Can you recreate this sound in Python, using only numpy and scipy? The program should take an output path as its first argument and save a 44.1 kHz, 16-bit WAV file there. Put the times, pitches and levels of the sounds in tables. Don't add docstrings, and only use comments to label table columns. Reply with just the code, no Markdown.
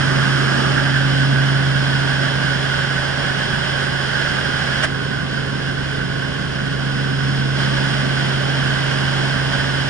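import sys
import numpy as np
from scipy import signal
from scipy.fft import rfft, irfft, next_fast_len
from scipy.io import wavfile

SR = 44100
rng = np.random.default_rng(int(sys.argv[2]) if len(sys.argv) > 2 else 0)


def generate_wav(signal):
    frames = np.transpose(np.atleast_2d(signal))
    scaled = np.clip(frames, -1, 1) * 32767
    pcm = np.round(scaled).astype(np.int16)
    wavfile.write(sys.argv[1], SR, pcm)


N = 436149
SIZE = next_fast_len(N)
TIME, HZ = np.arange(N) / SR, np.maximum(np.fft.rfftfreq(SIZE, 1 / SR), 1)

MAIN_RATIO, TAIL_RATIO = .2996, 1.785
CRUISE_HUM_DB = -23.5
SHUT_S, EASE_S, OPEN_S = 4.85, 6.74, 7.54
SNAP_S, EASING_S, SWING_S = .018, .6, .046
EASED_SHARE, THROTTLED_DB = .34, -4.5


def from_db(db):
    return 10 ** (np.asarray(db) / 20)


def ramp(start, length):
    return np.clip((TIME - start) / length, 0, 1)


def swell(when, length):
    return np.exp(-.5 * ((TIME - when) / length) ** 2)


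def fade(start, length):
    return np.exp(-np.maximum(TIME - start, 0) / length)


def drift(rate):
    hz = np.fft.rfftfreq(4096, 1 / 400)
    slow = irfft(rfft(rng.standard_normal(4096)) / (1 + (hz / rate) ** 2))
    return np.interp(TIME, np.arange(len(slow)) / 400, slow / slow.std())


def in_time(rows):
    return np.interp(TIME, *np.transpose(rows))


def in_pitch(rows):
    hz, *columns = np.transpose(rows)
    return [np.interp(np.log(HZ), np.log(hz), column) for column in columns]


def colour(spectrum):
    inside = np.minimum(1, np.minimum(HZ / spectrum[0][0], spectrum[-1][0] / HZ))
    return from_db(in_pitch(spectrum)[0]) * inside ** 2


def resonances(modes):
    peaks = (from_db(db) / (1 + (2 * (HZ - hz) / width) ** 2) for hz, width, db in modes)
    return np.sqrt(sum(peak ** 2 for peak in peaks))


def microphone():
    # f/Hz, left minus right/dB, likeness/0-1, left lead/rad
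    sides = [(40, 3, 0.9, -0.2), (139, -2, 0.97, -0.8), (310, -2.5, 0.79, -1.77), (474, -8.5, 0.38, -1.8),
             (770, -11, 0.16, -1.5), (1080, -7, 0.46, 0.82), (1450, -13.5, 0.92, 0),
             (1920, -5.5, 0.77, 0.37), (2570, 1.5, 0.45, 2.5), (3260, -2, 0.42, 1.52), (4150, 1, 0.6, 3.5),
             (5080, -4.5, 0.73, 0.5), (5870, 1, 0.58, 1.5), (9400, 1, 0.61, 1.16)]
    balance_db, alike, lead = in_pitch(sides)
    side = np.array([[1], [-1]])
    gain = from_db(side * balance_db / 2)
    gain = gain / np.sqrt(np.mean(gain ** 2, axis=0)) * np.exp(.5j * side * lead)
    return gain, gain * np.sqrt(alike), gain * np.sqrt(1 - alike)


def turbulence(gain, mic):
    _, shared, own = mic
    white = rng.standard_normal((3, 2 * len(HZ))).view(complex)
    spectrum = gain * (shared * white[0] + own * white[1:])
    return irfft(spectrum, SIZE)[:, :N] * np.sqrt(SR * SIZE) / 2


def tones(turns, orders, waver):
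    out = np.zeros(N)
    for order, db in orders:
        sway = waver * drift(2.1)
        cycles = order * turns + rng.random()
        out += from_db(db) * np.cos(2 * np.pi * cycles + sway, dtype=np.float32) * (1 + sway)
    return out * np.sqrt(2 / (1 + waver ** 2))


def firing(turns, hum_db):
    # cycles per turn, level/dB, share of the hum's swing
    overtones = [(4.5, -39, 0.18), (6, -34.5, 0.47)]
    # t/s, length/s, cycles per turn, change/dB
    spots = [(1.2, 0.27, 6, 3.5), (2.5, 1.1, 4.5, -10), (3.9, 0.56, 6, -11), (7.4, 0.63, 4.5, 7.5)]
    lines = [(3, hum_db + 1)]
    for order, db, share in overtones:
        spots_db = sum(change * swell(when, length)
                       for when, length, which, change in spots if which == order)
        lines.append((order, db + share * (hum_db - CRUISE_HUM_DB) + spots_db))
    return sum(from_db(db) * tones(turns, [(order, 0)], waver=.049) for order, db in lines)


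def machinery(turns):
    # cycles per turn, relative level/dB
    shaking = [(1, -51), (1.5, -46), (2, -49), (2.5, -45), (4, -45), (5.5, -44.5), (7, -51), (7.5, -45.5),
               (8, -45.5), (8.5, -44.5), (9, -44), (9.5, -54), (10.5, -59), (12, -48.5), (12.5, -48),
               (13.5, -54), (14.5, -65), (15, -48.5), (19, -54), (21, -56), (23, -54), (30, -53)]
    # multiple of the blade rate, relative level/dB
    main_blades = [(1, -49), (2, -52), (3, -49), (4, -56), (7, -50), (8, -55), (9, -64), (11, -46),
                   (13, -46), (17, -46), (18, -52), (19, -59), (21, -43)]
    # multiple of the blade rate, relative level/dB
    tail_blades = [(1, -40.5), (2, -36.5), (3, -48.5), (4, -52), (5, -59)]
    # cycles per turn, level/dB
    gears = [(17.11, -47.5), (24.115, -45), (25.66, -50), (32.5, -47)]
    body = from_db(.5) * tones(turns, shaking, waver=.35)
    main = from_db(-2.7) * tones(turns * MAIN_RATIO, main_blades, waver=.25)
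    tail = from_db(-.6) * tones(turns * TAIL_RATIO, tail_blades, waver=.091)
    return body + main + tail + tones(turns, gears, waver=.34)


def cabin(hum_db, mic):
    # f/Hz, level/dB per Hz
    rumble = [(10, -74), (30, -63), (55, -56.5), (100, -60), (160, -57.5), (300, -58), (430, -57.5),
              (600, -62), (900, -74), (1500, -79), (4000, -100)]
    # f/Hz, level/dB per Hz
    boom = [(90, -70), (145, -56), (220, -51.5), (300, -64), (450, -75), (900, -102)]
    boom_gain = from_db(.65 * (hum_db - CRUISE_HUM_DB))
    return turbulence(colour(rumble), mic) + turbulence(colour(boom), mic) * boom_gain


def door(shut, mic):
    # f/Hz, relative level/dB
    sigh = [(120, -52), (280, -50.5), (420, -55.5), (550, -69), (700, -63), (1020, -65), (1130, -55.5),
            (1250, -53), (1450, -55.5), (1800, -63), (3000, -70), (4200, -73), (5300, -66.5), (6300, -77),
            (11000, -86.5)]
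    # f/Hz, width/Hz, relative peak level/dB
    panels = [(355, 110, -59), (588, 100, -54.5), (696, 97, -57.5), (826, 79, -57.3), (907, 83, -58.5)]
    near = fade(.66, .21)
    nearness_gain = near * from_db(-.5) + (1 - near) * from_db(-18.5)
    draught = turbulence(colour(sigh), mic) * nearness_gain * from_db(2.1 * THROTTLED_DB * shut)
    calmed = np.minimum(1, shut / (1 - EASED_SHARE))
    pillar_db = 4.5 * swell(.7, .12)
    panel_db = -2 + 2.6 * THROTTLED_DB * calmed + pillar_db
    return draught + turbulence(resonances(panels), mic) * from_db(panel_db)


def howl_level():
    # t/s, length/s, boost/dB
    gusts = [(0.788, 0.01, 8), (.875, .014, 4.5), (.96, .035, 4), (4.757, 0.064, 3)]
    closed, reopened = ramp(SHUT_S, SNAP_S), ramp(EASE_S, EASING_S)
    steady_db = .8 * (1 - closed) + (closed - reopened) - 2.1 * reopened
    gust_db = sum(db * swell(when, length) for when, length, db in gusts)
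    return steady_db + gust_db + .85 * drift(14)


def incoming_air(turns, shut, mic):
    # f/Hz, level/dB per Hz
    hiss = [(300, -79), (500, -67.5), (600, -65), (730, -62.5), (860, -64), (1020, -61), (1300, -61.5),
            (1900, -61.5), (2300, -64.5), (3700, -67.5), (4400, -65), (5700, -70.5), (6400, -78),
            (11000, -91)]
    # f/Hz, width/Hz, peak level/dB per Hz
    hollows = [(1182, 61, -61), (1213, 60, -67), (1850, 140, -61), (2040, 140, -60.5), (3024, 670, -57.5),
               (3336, 410, -62), (5106, 350, -65), (7460, 1100, -79), (9390, 1380, -80)]
    # f/Hz, width/Hz, peak level/dB per Hz
    gap = [(1538, 192, -51.5)]
    # f/Hz, width/Hz, relative peak level/dB
    howling = [(1484, 151, -50.5), (1627, 220, -50.5)]
    flow_db = THROTTLED_DB * shut + .1 * np.sin(2 * np.pi * MAIN_RATIO * turns) + .47 * drift(6.1)
    surge_db = ramp(OPEN_S, SWING_S) * fade(OPEN_S, .23)
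    rush = turbulence(np.hypot(colour(hiss), resonances(hollows)), mic) * from_db(flow_db + surge_db)
    whistle = turbulence(resonances(gap), mic) * from_db(.28 * flow_db)
    howl = turbulence(resonances(howling), mic) * from_db(1.58 * flow_db + howl_level())
    return rush + whistle + howl


def flap(mic):
    # f/Hz, relative level/dB
    puff_air = [(300, -72), (550, -53), (1000, -62), (1600, -46), (2200, -58), (3100, -51.5), (4200, -72),
                (5500, -61.5), (6500, -71), (9500, -70.5), (11000, -79)]
    # f/Hz, width/Hz, relative peak level/dB
    jet = [(5230, 330, -68)]
    puff = turbulence(colour(puff_air), mic) * from_db(2.3) * swell(when=4.842, length=.0095)
    jet_gain = from_db(1.2) * ramp(EASE_S, EASING_S) * fade(OPEN_S, .35)
    return puff + turbulence(resonances(jet), mic) * jet_gain


def window_echoes(sound, echo_db, sway_s, count=3):
    out = sound.copy()
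    for delay_s in rng.uniform(.00302, .014, count):
        echo_time = TIME - delay_s - sway_s * drift(.15)
        out += from_db(echo_db) * np.array([np.interp(echo_time, TIME, side) for side in sound])
    return out / np.sqrt(1 + count * from_db(echo_db) ** 2)


def scene():
    # t/s, speed/turns per s
    speed = [(0.3, 45.259), (1.5, 45.319), (2.5, 45.234), (5.2, 45.256), (9.5, 45.163)]
    # t/s, relative level/dB
    hum = [(0.0, -19), (0.52, -21), (0.61, -21), (1.29, -17.5), (3.14, -27), (6.47, -28), (7.16, -21.5),
           (9.09, -23), (9.89, -24)]
    mic, hum_db = microphone(), in_time(hum)
    turns = np.cumsum(in_time(speed)) / SR
    shut = ramp(SHUT_S, SNAP_S) * (1 - EASED_SHARE * ramp(EASE_S, EASING_S))
    shut *= 1 - ramp(OPEN_S, SWING_S)
    mono_tones = machinery(turns) + firing(turns, hum_db)
    stereo_tones = irfft(mic[0] * rfft(mono_tones, SIZE), SIZE)[:, :N]
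    low_noise = cabin(hum_db, mic)
    air = door(shut, mic) + incoming_air(turns, shut, mic) + flap(mic)
    return stereo_tones + low_noise + window_echoes(air, echo_db=-19, sway_s=.00014)


def record(dry):
    return signal.sosfilt(signal.ellip(12, .1, 90, 10950, fs=SR, output="sos"), dry)


dry = scene()
out = record(dry)
generate_wav(out)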